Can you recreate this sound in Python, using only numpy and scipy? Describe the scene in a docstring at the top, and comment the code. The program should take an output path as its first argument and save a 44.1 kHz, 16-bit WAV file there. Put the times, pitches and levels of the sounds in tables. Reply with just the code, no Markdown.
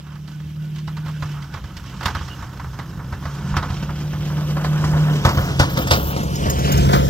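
"""An engine drones in the distance, then grows louder: a pickup is plowing a snowy country road.
Its eight cylinders fire in turn to make the drone, which swells with three pushes of the throttle.
The blade scrapes, rumbles and bangs on frozen bumps, while steel parts squeak and clink.
With a faint, high whine, the truck draws almost level on the left of a phone, whose two microphones
hear it with a growing gap in time. The phone then widens the stereo."""
import sys
import numpy as np
from scipy import signal
from scipy.fft import rfft, irfft
from scipy.io import wavfile
from scipy.ndimage import uniform_filter1d, map_coordinates

SR = 44100
rng = np.random.default_rng(int(sys.argv[2]) if len(sys.argv) > 2 else 0)


def int16_out(signal):
    """Quantize to a 16-bit WAV file."""
    q = np.round(np.clip(np.atleast_2d(signal).T, -1, 1) * 32767)
    wavfile.write(sys.argv[1], SR, q.astype(np.int16))


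N = 312838
TIME = np.arange(N) / SR
SPEED_M_S, LEVEL_AT_S, KERB_M = 7.7, 7.296, 6.24  # a straight path, KERB_M to the side of the phone

# Short steel squeaks and one long, faint whine.
# Each row: start in seconds, length in seconds, pitch in Hz, level in dB.
SQUEAKS_AND_WHINE = [(0.312, 0.055, 1500, -57), (.58, 0.11, 1470, -54), (1.02, 0.05, 1480, -47),
                     (1.13, 0.051, 1530, -42.5), (1.495, .05, 1510, -48), (2.294, 0.06, 2870, -46.5),
                     (5.286, 0.21, 14350, -42), (5.375, .12, 15550, -56), (5.692, 0.052, 14090, -40),
                     (5.76, 0.084, 14300, -36.5), (5.935, 0.088, 1370, -41), (5.914, 0.22, 14300, -34),
                     (5.917, 0.091, 15600, -39), (6.07, 0.067, 15580, -42), (5.954, 1.1, 10600, -53),
                     (6.946, 0.04, 14500, -33.5)]
# Loose parts knocking. Each row: start in seconds, strength in dB.
CLINKS = [(5.873, -19), (6.234, -25), (6.355, -20), (6.5005, -10.5), (6.591, -19.5), (6.7211, -11),
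          (6.775, -15), (6.9227, -21)]
# The notes of a steel link. Each row: pitch in Hz, level in dB, seconds to fade by 60 dB.
LINK_NOTES = [(5230, 4, .07), (5600, -1, .09), (6630, -2, .05), (7100, -7, .05), (8260, -6, .09),
              (12440, -16, .06), (14950, -14, .05)]
# The blade on the road. Each row: time in seconds, scrape swell in dB, treble swell in dB.
BLADE_SWELLS = [(0, -2.5, -1), (.59, -11.5, -1), (1.18, -1, 0.5), (1.78, 0, 0.5), (2.15, 5, 6),
                (2.59, -0.5, -5.5), (3.1, 1, -5), (3.57, 5.5, 2.5), (4.11, -1.5, 0.5), (4.88, 5.5, 3),
                (5.31, 4, 5), (5.86, 1, 2.5), (6.26, -5, -1), (6.71, -1.5, 3.5), (7.09, -8.5, -2)]
# Rumble, crunch, scrape, edge ring, hiss and spray. Each row: base level in dB, how steeply it grows
# with nearness, then how much it follows the scrape swell, the treble swell and the firing tone.
BLADE_LAYERS = [(-22, 1.16, 0.64, .02, -0.15), (-21, 1.43, 0.34, 0.026, 0.1648),
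                (-29.5, 1.11, 1.09, .02, 0.02), (-36, 1.014, 0.018, 1.25, 0.02),
                (-34.5, 1.17, 0.27, 0.52, 0), (-36, 1.115, .02, 0.057, 0.28)]
# The borders in Hz of the five layers above the rumble.
LAYER_EDGES_HZ = (200, 700, 2000, 3800, 8500, 16000)
# The tone of the rumble, the scraping and a bang. Each row: frequency in Hz, level in dB.
RUMBLE_TONE = [(20, -38), (40, -1.5), (65, 5.5), (90, -1), (130, 1), (200, -2.5), (260, -30)]
SCRAPE_TONE = [(200, 0), (390, -5.5), (500, -11), (1000, -8), (1500, -8), (2050, -18.5), (3000, -14.5),
               (3700, -20.5), (4600, -23.5), (5600, -19.5), (7200, -26), (9800, -35.5), (10900, -35),
               (12400, -25.5), (16000, -35)]
BANG_TONE = [(120, -15), (200, -0.5), (273, -8.5), (409, -12), (1270, -9), (2050, -20), (2560, -25),
             (5230, -28.5), (5940, -30.5), (8420, -41.5), (10900, -50), (12400, -39), (16000, -50)]
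# Frozen bumps. Each row: start in seconds, level in dB, extra dB for the boom, extra dB for the crack.
BANGS = [(0.154, -43, -1, -8), (0.277, -48, -10.5, 3.5), (0.4, -46, -10, -3), (0.759, -47, -3, 5),
         (0.783, -47, -10, 5.5), (0.875, -33.5, -6, -5.5), (0.968, -35.5, -4, -4.5), (1.06, -35.5, -1, -6),
         (1.082, -34, -7, -8), (1.223, -28, -0.5, -7.5), (1.34, -38, -12, -14), (1.421, -41, -5, -1),
         (1.538, -28.5, -4, -10), (1.572, -38, -10, -20), (1.639, -39, 4, -5.5), (1.767, -43.5, 11, 7.5),
         (2.008, -29, -16, -8.5), (2.029, -31.5, -4, -2), (2.056, -19.5, -2.5, -2), (2.081, -25, -23, -17),
         (2.149, -23.5, -5, -9.5), (2.209, -33, 4.5, -11.5), (2.28, -36.5, -10, -2.5),
         (2.427, -35, 2.5, -17), (2.596, -31, -6, -13), (2.643, -35.5, 3.5, -23), (2.789, -27.5, -6, -10),
         (2.992, -31.5, -5, -30), (3.124, -27.5, 1.5, -14), (3.253, -29, -1, -11.5),
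         (3.539, -25.5, -18, -26), (3.566, -19, 0, -5), (3.626, -27, -21, -11), (3.701, -31, 9.5, -6),
         (3.891, -29.5, -3, -29), (4.134, -33, 2, -17), (4.3, -32, 2, -25), (4.378, -31, -14, -19),
         (4.49, -37, -14, -20), (4.567, -25, -22, -14), (4.643, -23, -19, -6), (4.758, -30.5, -24, -27),
         (4.839, -25, -14, -27), (4.933, -28, 5, -29), (5.25, -12, 1, -5), (5.289, -27, -10, -0.5),
         (5.371, -21, 5.5, -9), (5.596, -14, 2.5, 0), (5.699, -43, 0, 7), (5.771, -22.5, -2, -1.5),
         (5.87, -33, -3, 5.5), (5.909, -16.5, 2, 5), (6.163, -30.5, 3.5, 0), (6.456, -26, 6, -14),
         (6.889, -23.5, -8, -7), (6.931, -18, -10, -2.5)]
# The blade's low notes. Each row: pitch in Hz, level in dB, seconds to fade by 60 dB.
BOOM_NOTES = [(87.7, 7, 0.16), (124.1, 3.5, 0.17), (62.6, -35, 0.18)]
# The throttle. Each row: time in seconds, firings per second, firing tone in dB at the kerb distance.
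THROTTLE = [(0, 147.5, -19.5), (.6, 152, -9), (1.05, 153.8, -8.5), (1.35, 146.6, -11.5), (1.55, 140, -24),
            (2.0, 129.7, -22), (3, 131.3, -22), (3.3, 141.6, -17.5), (3.85, 147, -15), (4.5, 150, -9.5),
            (5, 152.6, -6), (5.15, 150.5, -8), (5.24, 139.6, -18), (5.8, 136.7, -19.5), (6.3, 141.4, -24),
            (6.55, 140.2, -25.5), (6.75, 138.9, -17), (7.09, 140.1, -18)]
# Tones from uneven cylinders. Each row: multiple of the engine's cycle rate, relative level in dB.
UNEVEN_TONES = [(3, -22), (5, -9), (6, -6), (7, -14.5), (9, -6.5), (10, -1), (11, -7), (12, -14), (16, -16),
                (18, -16)]
# The phone's body shades the mid range. Each row: time in seconds, left minus right in dB.
PHONE_SHADE = [(0, -4), (2.5, -2), (4, 0.1), (5, 1.6), (5.8, 3.5), (6.4, 3.5), (7.09, 4)]
# How the two microphones differ. Each row: frequency in Hz, left minus right in dB.
MIC_BALANCE = [(200, -0.5), (600, -0.66), (2500, -2.5), (4500, -8.5), (6000, -4.5), (7000, 1), (10500, 6),
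               (12000, -7), (13500, 3.5), (15500, 14)]
# Sound scattered by snow banks. Each row: frequency in Hz, scattered share of the power in dB.
SCATTER_SHARE = [(30, -9), (120, -28), (600, -22.5), (2000, -14), (4000, -5), (8000, -2.5), (15000, -3)]
# Stereo widening. Each row: frequency in Hz, boost of the left-right difference in dB.
WIDENING = [(150, 4), (260, 1), (400, 6.5), (900, 3), (2000, -0.5), (5000, 0)]


def undb(db):
    """Turn decibels into a multiplier."""
    return 10 ** (np.asarray(db) / 20)


def curves(table):
    """Join a table's timed points with straight lines, one curve per column."""
    seconds, *columns = np.transpose(table)
    return [np.interp(TIME, seconds, column) for column in columns]


def colour(x, table=((1, 0),), lo=0.74, hi=SR, slope=8):
    """Filter by (Hz, dB) points, fading out below lo and above hi."""
    hz = np.maximum(np.fft.rfftfreq(N, 1 / SR), 1)
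    point_hz, point_db = np.transpose(table)
    gain = undb(np.interp(np.log(hz), np.log(point_hz), point_db))
    edge_loss = np.sqrt((1 + (lo / hz) ** slope) * (1 + (hz / hi) ** slope))
    return irfft(rfft(x) * gain / edge_loss, N)


def noise(table, lo=1., hi=SR):
    """Filtered noise with a typical size of 1."""
    x = colour(rng.standard_normal(N), table, lo, hi)
    return x / np.std(x)


def wander(rate):
    """A smooth random wobble of size about 1, with `rate` new values a second."""
    hold = int(SR / rate)
    steps = np.repeat(rng.standard_normal(N // hold + 1), hold)
    smooth = uniform_filter1d(uniform_filter1d(steps, hold), hold)[:N]
    return smooth / np.std(smooth)


def ring(x, hz, fade_s):
    """One note, struck by x, that dies away."""
    pole = np.exp(2j * np.pi * hz / SR - np.log(1000) / (fade_s * SR))
    return signal.lfilter([1], [1, -pole], x).imag


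def distance():
    """Metres from truck to phone."""
    return np.hypot(SPEED_M_S * (TIME - LEVEL_AT_S), KERB_M)


def beyond(metres):
    """0 while the truck is well inside this distance, 1 well outside."""
    return 1 / (1 + (metres / distance()) ** 8)


def snow_scatter(x):
    """Many small echoes off the snow banks shuffle the timing (phase) of the waves."""
    slices = signal.stft(x, nperseg=512)[2]
    shuffled = slices * np.exp(2j * np.pi * rng.random(slices.shape))
    echoes = signal.istft(shuffled, nperseg=512)[1][:N]
    return echoes * np.std(np.diff(x)) / np.std(np.diff(echoes))


def squeaks_and_whine():
    """Short steel squeaks, plus one faint, thin, high whine as the truck draws near."""
    out, flutter = np.zeros(N), undb(1.36 * wander(60))
    for start, length, hz, db in SQUEAKS_AND_WHINE:
        i, n = int(start * SR), int(length * SR)
        edges = hz * (1 + 0.023 * np.array([-.5, .5]))  # 2.3% of the pitch wide
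        band = signal.butter(1, edges, "band", fs=SR, output="sos")
        tone = signal.sosfilt(band, rng.standard_normal(2 * SR))
        out[i:i + n] += undb(db) * tone[SR // 2:][:n] / np.std(tone) * signal.windows.tukey(n, .3)
    return out * flutter


def clinks():
    """Loose steel rattles and rings; each knock brings out a new mix of its notes."""
    starts, db = np.transpose(CLINKS)
    mix_db = 3.4 * rng.standard_normal((len(starts), len(LINK_NOTES)))
    knocks = np.zeros(N)
    knocks[(starts * SR).astype(int)] = undb(db)
    burst = rng.standard_normal(600) * np.exp(-np.arange(600) / 150)
    rattle = np.convolve(knocks, burst)[:N]
    out = colour(rattle, [(3000, -32), (5000, -24), (7500, -12), (9500, -12), (12000, -6), (15500, -11)])
    last_knock = np.clip(np.searchsorted(starts, TIME) - 1, 0, None)
    for k, (hz, note_db, fade_s) in enumerate(LINK_NOTES):
        out += ring(rattle * undb(note_db - 29 + mix_db[last_knock, k]), hz, fade_s)
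    return out


def blade_scrape():
    """The blade drags along in six layers of noise; lumps of ice jolt all but the rumble."""
    scrape_db, treble_db = curves(BLADE_SWELLS)
    push_db = curves(THROTTLE)[1]  # a harder push throws more snow
    near_db = 20 * np.log10(KERB_M / distance())
    rumble_db, *layer_db = [db + near * near_db + scrape * scrape_db + treble * treble_db + push * push_db
                            for db, near, scrape, treble, push in BLADE_LAYERS]
    lumps = (rng.random(N) < 40 / SR) * undb(-14 * rng.random(N))  # about 40 a second
    jolt = uniform_filter1d(signal.lfilter([1], [1, -np.exp(-1 / (0.0071 * SR))], lumps), size=100)
    jolt *= np.interp(TIME, [5.8, 6.3], [1, .4])  # close by, smooth tyre rush takes over
    out = undb(rumble_db + 2.9 * wander(20)) * noise(RUMBLE_TONE, hi=330)
    shared = wander(16)
    roughness = [(.77, .28, 1.23), (1.46, .77, 2.5), (1.2, .23, 1.7), (.95, .2, 1.5), (.39, .23, .52)]
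    for db, lo, hi, rough in zip(layer_db, LAYER_EDGES_HZ, LAYER_EDGES_HZ[1:], roughness):
        jolt_share, shared_db, own_db = rough
        flicker_db = shared_db * shared + own_db * wander(25)
        out += undb(db + flicker_db) * (1 + jolt_share * jolt) * noise(SCRAPE_TONE, lo, hi)
    return out


def blade_bangs(near_fade_s=0.28, far_fade_s=0.14):
    """Each bump thuds, cracks and sets the blade booming, and its edge chatters on over the ice."""
    kicks, loudness = np.zeros(N), np.zeros((3, N))
    edges_hz = (200, 750, 2300, 16000)  # three bands: thud, middle, crack
    fade_speeds = np.array([[.8], [1], [1.2]])
    thud_db = 0.5 - 10.5 * beyond(metres=16.4)  # far off, snow soaks up the thud
    fade_s = near_fade_s + (far_fade_s - near_fade_s) * beyond(metres=14.6)
    t = TIME[:SR // 2]
    rise = 1 - np.exp(-t / 0.0018)
    for start, db, boom_db, crack_db in BANGS:
        i = int(start * SR)
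        pace, phase = rng.random(2)
        chatter = 1 + 0.11 * np.sin(2 * np.pi * ((60 + 50 * pace) * t + phase))
        fall = 0.72 * np.exp(-t / 0.0044) + 0.94 * chatter * 1000 ** (-t / fade_s[i])
        gains = undb(db + np.array([[thud_db[i]], [0], [crack_db]]))
        loudness[:, i:i + len(t)] += (gains * rise * fall ** fade_speeds)[:, :N - i]
        kicks[i + 90] += undb(db + boom_db)
    hits = sum(level * noise(BANG_TONE, lo, hi) for level, lo, hi in zip(loudness, edges_hz, edges_hz[1:]))
    return hits + sum(undb(db) * ring(kicks, hz, fade) for hz, db, fade in BOOM_NOTES)


def steel_plates(x, ripple_db=2.0, spacing_hz=45):
    """The many notes of the blade's plates lift some pitches and lower others, above the bass."""
    hz = np.arange(200, 16000, spacing_hz)
    db = (hz > 300) * ripple_db * rng.standard_normal(1000)[:len(hz)]
    return colour(x, np.transpose([hz, db]))


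def engine():
    """Eight firings a cycle make the exhaust drone; cylinders that differ add wavering tones."""
    firing_hz, tone_db = curves(THROTTLE)
    cycle = 2 * np.pi * np.cumsum(firing_hz * (1 + .003 * wander(12))) / (8 * SR)
    out = undb(tone_db + 1.2 * wander(25)) * np.sin(8 * cycle)
    bank_db = -27.5 - 0.089 * tone_db + 3 * wander(14)
    out += undb(bank_db) * np.sin(4 * cycle)  # a bank is one row of four cylinders
    for multiple, db in UNEVEN_TONES:
        uneven_db = db - 23 + 0.2 * tone_db + 2.5 * wander(5)
        out += undb(uneven_db) * np.sin(multiple * cycle + rng.uniform(0, 2 * np.pi))
    return np.sqrt(2) * out * KERB_M / distance()


def scene():
    """The truck reaches both microphones, partly direct and partly scattered."""
    truck = engine() + steel_plates(blade_scrape() + blade_bangs()) + clinks() + squeaks_and_whine()
    # Far off, the echo from the snow partly cancels a narrow band; nearer, that band is lifted.
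    echo_db = 5 - 10.5 * beyond(metres=29)
    truck += colour(truck, lo=517, hi=584) * (undb(echo_db) - 1)
    left_lead_ms = 0.69 * KERB_M / distance() - 0.11
    shift = left_lead_ms * SR / 1000 / 2
    shade_db = curves(PHONE_SHADE)[0]
    direct_share = [(hz, 10 * np.log10(1 - undb(2 * db))) for hz, db in SCATTER_SHARE]
    mics = []
    for sign in (1, -1):  # left, then right
        direct = map_coordinates(truck, [np.arange(N) + sign * shift], order=5, mode="nearest")
        heard = colour(direct, direct_share) + colour(snow_scatter(truck), SCATTER_SHARE)
        heard = colour(heard, [(hz, sign * db / 2) for hz, db in MIC_BALANCE])
        mid_range = colour(heard, lo=520, hi=3300, slope=4.3)
        mics.append(heard + mid_range * (undb(sign * shade_db / 2) - 1))
    return np.array(mics)


def record(dry):
    """The phone widens the stereo, drops the lowest bass, rounds the peaks and cuts the top treble."""
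    centre = (dry[0] + dry[1]) / 2
    side = colour((dry[0] - dry[1]) / 2, WIDENING)
    bass_cut = signal.butter(2, 38, "high", fs=SR, output="sos")
    treble_cut = signal.ellip(10, .2, 75, 15800, fs=SR, output="sos")
    wide = signal.sosfilt(bass_cut, [centre + side, centre - side])
    return signal.sosfilt(treble_cut, np.tanh(.9 * wide) / .9)


dry = scene()
out = record(dry)
int16_out(out)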